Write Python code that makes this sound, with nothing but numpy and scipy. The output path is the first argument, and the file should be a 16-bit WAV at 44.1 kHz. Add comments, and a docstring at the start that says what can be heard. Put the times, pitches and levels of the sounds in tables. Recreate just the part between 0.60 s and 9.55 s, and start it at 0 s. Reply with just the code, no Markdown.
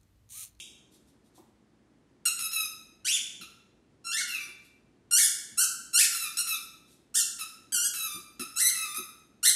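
"""A bare, echoing room: a dog lies in its padded bed and chews a squeaker ball a few metres away.
Each bite drives air through a reed whose pitch climbs with the pressure; as the jaw lets go,
the ball refills with a softer note, mostly sagging. Reed notes are harmonic stacks plus pulsed air noise.
Bumps of jaw and ball on the cushion and teeth scuffing the felt are shaped noise, over a steady hush."""
import sys
import numpy as np
from scipy import signal
from scipy.fft import rfft, irfft
from scipy.io import wavfile
from scipy.ndimage import uniform_filter1d

SR = 44100
rng = np.random.default_rng(int(sys.argv[2]) if len(sys.argv) > 2 else 0)


def generate_wav(signal):
    """Clip the signal to [-1, 1] and save it as 16-bit WAV at the path in sys.argv[1]."""
    frames = np.transpose(np.atleast_2d(signal))
    scaled = np.clip(frames, -1, 1) * 32767
    pcm = np.round(scaled).astype(np.int16)
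    wavfile.write(sys.argv[1], SR, pcm)


N = 394694
LEAD = int(0.25 * SR)  # samples; the chewing is already under way at time zero
TOP_HZ = 15700


def undb(db):
    """Decibels to gain."""
    return 10 ** (np.asarray(db) / 20)


def unit(x):
    """Scale to rms 1."""
    return x / np.sqrt(np.mean(x ** 2))


def lookup(hz, points):
    """Interpolate (Hz, value) points on a log-frequency axis."""
    f, value = np.transpose(points)
    return np.interp(np.log(np.maximum(hz, 1)), np.log(f), value)


def colour(x, points, tilt_db=0):
    """Filter by (Hz, dB) points and a tilt in dB per octave; rms 1."""
    hz = np.fft.rfftfreq(len(x), 1 / SR)
    tilted = [(f, db + tilt_db * np.log2(f)) for f, db in points]
    return unit(irfft(rfft(x) * undb(lookup(hz, tilted)), len(x)))


def wander(n, rate_hz):
    """Normal random values, rate_hz of them a second, joined by lines."""
    at = np.arange(n) * rate_hz / SR
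    return np.interp(at, np.arange(4096), rng.standard_normal(4096))


def add(track, start_s, x):
    """Mix x into the track from start_s on."""
    i = LEAD + int(start_s * SR)
    track[i:i + len(x)] += x[:len(track) - i]


def room_hush():
    """Steady background of the room: noise with a fixed spectrum."""
    # (frequency [Hz], relative density [dB per Hz])
    hush_spectrum = [(15, -60), (25, -30), (53, -5), (90, -9), (128, -4), (167, -7), (219, -2), (344, -5.5),
                     (529, -15.5), (1030, -21.5), (1350, -23.5), (1910, -25), (2370, -28), (9520, -38),
                     (15000, -57.5)]
    return colour(rng.standard_normal(N), hush_spectrum) * undb(-64)


def room(x, wet_db, early_db):
    """Direct sound, hard reflections from floor and walls, and a diffuse tail decaying band by band."""
    # reverberation time: (frequency [Hz], T60 [s])
    room_t60 = [(150, 0.22), (400, 0.27), (1300, 0.8), (2800, .68), (7000, 0.63), (10000, 0.49),
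                (15000, 0.42)]
    build_s = 0.00077
    t = np.arange(SR) / SR
    hz = np.maximum(np.fft.rfftfreq(SR, 1 / SR), 1)
    noise = rfft(rng.standard_normal(SR))
    centres_hz = np.geomspace(100, 16000, 12)
    tail = 0
    # overlapping triangular bands
    for centre_hz, share in zip(centres_hz, np.eye(len(centres_hz))):
        weight = np.interp(np.log(hz), np.log(centres_hz), share)
        decay = np.exp(-np.log(1000) * t / lookup(centre_hz, room_t60))
        tail = tail + irfft(noise * weight, SR) * decay
    tail *= 1 - np.exp(-t / build_s)
    response = undb(wet_db) * unit(tail) / np.sqrt(SR)
    lags_s = rng.uniform(0.002, 0.022, 8)
    response[(lags_s * SR).astype(int)] += undb(early_db) * rng.choice([-1, 1], len(lags_s))
    response[0] += 1  # direct sound
    return signal.fftconvolve(x, response)[:len(x)]


def scuff(length_s, db):
    """Fibres slip past a tooth: a swell of felt-coloured noise of uneven level."""
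    # felt spectrum: (frequency [Hz], relative level [dB])
    felt = [(1000, -36), (3000, -16.5), (3550, -4.5), (4500, -11.5), (8500, -8.5), (12000, -10.5),
            (15000, -35)]
    n = int(length_s * SR)
    ticks = rng.standard_normal(SR)[:n] * undb(5 * wander(n, 550))
    return colour(ticks, felt) * np.hanning(n) * undb(db)


def bump(db, bright_db):
    """A padded blow: a short, soft thud of noise."""
    # blow on the cushion: (frequency [Hz], relative level [dB])
    cushion = [(25, -42), (60, -25), (110, -14), (160, 8), (230, 3), (340, 13), (480, -11.5), (1000, -16),
               (1500, -50.5), (4000, -69)]
    rise_s, fall_s = 0.0021, 0.017
    t = np.arange(SR // 4) / SR
    thud = colour(rng.standard_normal(len(t)), cushion, bright_db)
    return thud * (1 - np.exp(-t / rise_s)) * np.exp(-t / fall_s) * undb(db)


def mouthed(spectrum, low_db):
    """The muzzle covers more or less of the ball and so changes its low end, below 2 kHz."""
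    return [(f, db + low_db * (f < 2000)) for f, db in spectrum]


def squeak(hz, db, spectrum, tilt_db, octave_db, jitter, air_db, chiff_db, attack_s, release_s):
    """The reed chops air into a harmonic stack; it rasps while its pitch slides and when overblown."""
    t = np.arange(len(hz)) / SR

    # strain: 0 steady, 1 fully broken up
    full_slide_octaves_per_s = 40
    overblown_hz, strain_per_octave = 1900, 0.47
    slide = uniform_filter1d(np.abs(np.gradient(np.log2(hz))) * SR, 256)  # octaves/s
    overblown = strain_per_octave * np.maximum(np.log2(hz / overblown_hz), 0)
    strain = np.minimum(slide / full_slide_octaves_per_s + overblown, 1)

    flutter = jitter * (1 + 8 * strain) * wander(len(t), 900)
    phase = 2 * np.pi * np.cumsum(hz * (1 + flutter)) / SR

    # a harder blast shuts the reed more sharply: brighter per dB of level above -30 dB
    bright_db = tilt_db + 0.2725 * (db + 30)
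    k = np.arange(1, 15)[:, None]  # harmonic number
    # lips and tongue shade each harmonic differently as the ball rolls in the mouth
    shade_db = 2.5 * np.array([wander(len(t), 24.9) for _ in k])
    partials_db = lookup(k * hz, spectrum) + bright_db * np.log2(k) + octave_db * (k == 2) + shade_db
    partials = undb(partials_db) * (k * hz < TOP_HZ)
    partials /= np.sqrt(np.sum(partials ** 2, axis=0) / 2)  # stack at rms 1
    tone = np.sum(partials * np.sin(k * phase), axis=0)

    # air hisses through the gap once a cycle, with a puff before the reed locks on
    rasp_db, chiff_s, air_tilt_db = 24, 0.0047, -1.9
    leak = undb(air_db + rasp_db * strain) + undb(chiff_db) * np.exp(-t / chiff_s)
    hiss = colour(rng.standard_normal(SR), spectrum, tilt_db + air_tilt_db)[:len(t)]
    air = hiss * (1 + np.cos(phase)) * leak

    gate = (1 - np.exp(-t / attack_s)) * np.clip((t[-1] - t) / release_s, 0, 1)
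    shimmer_db = 3.5 * wander(len(t), 250)
    voice = (tone + air) * gate * undb(db + shimmer_db)
    # so small an opening radiates next to nothing below the lowest note
    return signal.sosfilt(signal.butter(8, 1000, "high", fs=SR, output="sos"), voice)


def refill(length_s, slackens_s, reed_hz, sag_hz_per_s, db, tilt_db, octave_db, low_db):
    """The ball springs back: the note settles, sags or rises, then steps down as suction gives out."""
    # radiation as air is drawn in: (frequency [Hz], relative level [dB])
    inflow = [(700, -33.5), (1000, -21), (1250, -5), (2600, 1.5), (3900, 0), (5200, -1), (6500, 0),
              (7600, -12), (9200, 2), (10500, 2.5), (12000, 1.5), (15500, -23.5)]
    slack_hz, slack_db, slack_s = 100.2, 7, 0.0069  # ball nearly full: lower, softer note
    overshoot_hz, soft_start_db, settle_s = 55.3, 1, 0.02  # first gulp: sharp and a little softer
    t = np.arange(int(length_s * SR)) / SR
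    slack = (1 + np.tanh((t - slackens_s) / slack_s)) / 2
    gulp = np.exp(-t / settle_s)
    sag_hz = sag_hz_per_s * np.minimum(t, slackens_s)
    hz = reed_hz + overshoot_hz * gulp - sag_hz - slack_hz * slack
    level_db = db - soft_start_db * gulp - slack_db * slack
    return squeak(hz, level_db, mouthed(inflow, low_db), tilt_db, octave_db,
                  jitter=0.0028, air_db=-23.5, chiff_db=0.5, attack_s=0.0011, release_s=0.0061)


def bite(start_s, length_s, rest_hz, db, swell_s, tilt_db, low_db):
    """Air is forced out: pitch and level arch up with every clench of the jaw."""
    # pressure peaks: (tightest moment [s], pitch lift [Hz], tightening [s], easing [s])
    clenches = [(-.1, 2405, .035, 0.085), (1.659, 125, 0.031, .017), (2.489, 1021, 0.023, 0.04),
                (2.543, 2026, 0.039, 0.03), (3.539, 402, 0.016, 0.065), (3.59, 611.6, 0.021, .013),
                (4.592, 538, 0.0062, 0.017), (4.609, 363, 0.042, 0.046), (4.66, 279, 0.015, 0.0068),
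                (5.019, 267.8, 0.029, 0.014), (5.41, 297.3, 0.041, 0.024), (5.418, 987, .019, 0.028),
                (5.793, 121.8, 0.014, .011), (6.564, 515, .009, 0.025), (7.13, 191, 0.015, .02),
                (7.259, 243, .039, 0.013), (8.015, 751.6, 0.022, 0.063), (8.077, 511.5, 0.02, 0.015),
                (8.87, 755, 0.019, 0.025), (8.917, 93, 0.024, 0.029)]
    # radiation as air leaves: (frequency [Hz], relative level [dB])
    outflow = [(700, -57), (1000, -33.5), (1250, -2.5), (1900, -4.5), (2600, -2), (4000, -4), (5000, -2),
               (6200, -1.5), (8500, 0), (11000, -5.5), (13000, -14.5), (15500, -37.5)]
    t = start_s + np.arange(int(length_s * SR)) / SR
    hz = np.full(len(t), float(rest_hz))
    for peak_s, lift_hz, tighten_s, ease_s in clenches:
        width_s = np.where(t < peak_s, tighten_s, ease_s)
        hz += lift_hz * np.exp(-np.square((t - peak_s) / width_s))
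    # the pressure that lifts the pitch also lifts the level: 4.5 dB per octave
    level_db = db + 4.5 * np.log2(hz / rest_hz)
    return squeak(hz, level_db, mouthed(outflow, low_db), tilt_db, octave_db=0.0,
                  jitter=0.0022, air_db=-51.5, chiff_db=-7, attack_s=swell_s, release_s=0.036)


def scene():
    """Scuffs, bumps and squeaks sound from the dog bed into one room, over its hush."""
    # teeth on felt: (start [s], length [s], level [dB])
    scuffs = [(0.293, 0.096, -67), (0.44, 0.084, -74.5), (0.62, 0.087, -76.5), (0.73, .07, -65.5),
              (4.005, 0.087, -67.5), (6.222, 0.18, -68.5)]
    # jaw and ball on the cushion: (start [s], level [dB], brightness [dB/octave])
    bumps = [(0.777, -50.5, 12.5), (2.80, -50, -4.5), (3.873, -60, 12), (4.92, -57, -16), (6.563, -58, -1),
             (7.123, -53, -7), (7.545, -43.5, -3.5), (7.794, -41.5, -2), (8.379, -45.5, 0)]
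    # air drawn in: (start [s], length [s], time until suction slackens [s], reed pitch [Hz],
    # sag [Hz/s] (negative rises), level [dB], brightness [dB/octave], second harmonic lift [dB],
    # low end [dB])
    refills = [(1.791, 0.076, .11, 1307, 343, -37.5, 1.6, -5.5, -5.5),
               (1.914, 0.15, 0.15, 1333, 577, -37, 0.68, 0, -3.5),
               (2.81, 0.037, 0.0238, 1342, 2480, -46.5, 0.33, 1.5, -3.5),
               (3.678, .19, .09, 1406, 1453.5, -40, 1.54, 10, -3.5),
               (5.518, 0.18, 0.13, 1361, 399, -38, 2.7, 1.5, 4.5),
               (5.87, .1, 0.068, 1313, 399, -35.5, 1.65, -0.5, 2),
               (6.789, 0.045, 0.035, 1313, 700, -39, 1.8, -1.5, 1.5),
               (7.337, .23, .13, 1317, 169, -37.5, 3.7, 0.5, 7),
               (7.794, .038, .028, 1306, 600, -38.5, 1.9, -0.5, 5),
               (8.143, 0.194, .107, 1302, 36.5, -39.5, 2.6, 0.5, 5.5),
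               (8.345, 0.058, 0.059, 1182, -2600, -39, 6.1, 3.5, 16.5)]
    # air pushed out: (start [s], length [s], resting reed pitch [Hz], level at rest [dB],
    # swell time [s], brightness [dB/octave], low end [dB])
    bites = [(-.125, 0.12, 1414, -44.5, 0.06, 1, -3), (1.653, 0.042, 1276, -26.5, 0.0026, 2, 1),
             (2.445, 0.14, 1362, -35, 0.0038, -4, -10.5), (3.441, 0.21, 1363, -37.5, 0.014, -1, -5),
             (4.509, 0.18, 1393, -26.5, 0.0042, 3.5, 2), (4.972, 0.083, 1291, -25, .009, 3.5, 4.5),
             (5.33, 0.14, 1346, -27.5, .006, 2, 0.5), (5.77, 0.056, 1306, -27.5, 0.0013, 4, 5),
             (6.541, 0.094, 1355, -27.5, 0.009, 3.5, 1), (7.121, 0.17, 1406, -31.5, 0.0023, 4, 4),
             (7.957, 0.16, 1317, -30.5, 0.011, 3, 1.5), (8.828, 0.097, 1371, -24.5, 0.0073, 2.5, 2.5)]
    dog = np.zeros(LEAD + N)
    for start_s, length_s, db in scuffs:
        add(dog, start_s, scuff(length_s, db))
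    for start_s, db, bright_db in bumps:
        add(dog, start_s, bump(db, bright_db))
    for start_s, *shape in refills:
        add(dog, start_s, refill(*shape))
    for start_s, *shape in bites:
        add(dog, start_s, bite(start_s, *shape))
    return (room(dog, wet_db=0.5, early_db=-10.0)[LEAD:] + room_hush())[None]


def record(dry):
    """The phone cuts the deep bass and the top treble."""
    thin = signal.sosfilt(signal.butter(6, 44, "high", fs=SR, output="sos"), dry)
    return signal.sosfilt(signal.ellip(10, 0.2, 70, TOP_HZ, fs=SR, output="sos"), thin)


dry = scene()
out = record(dry)
generate_wav(out)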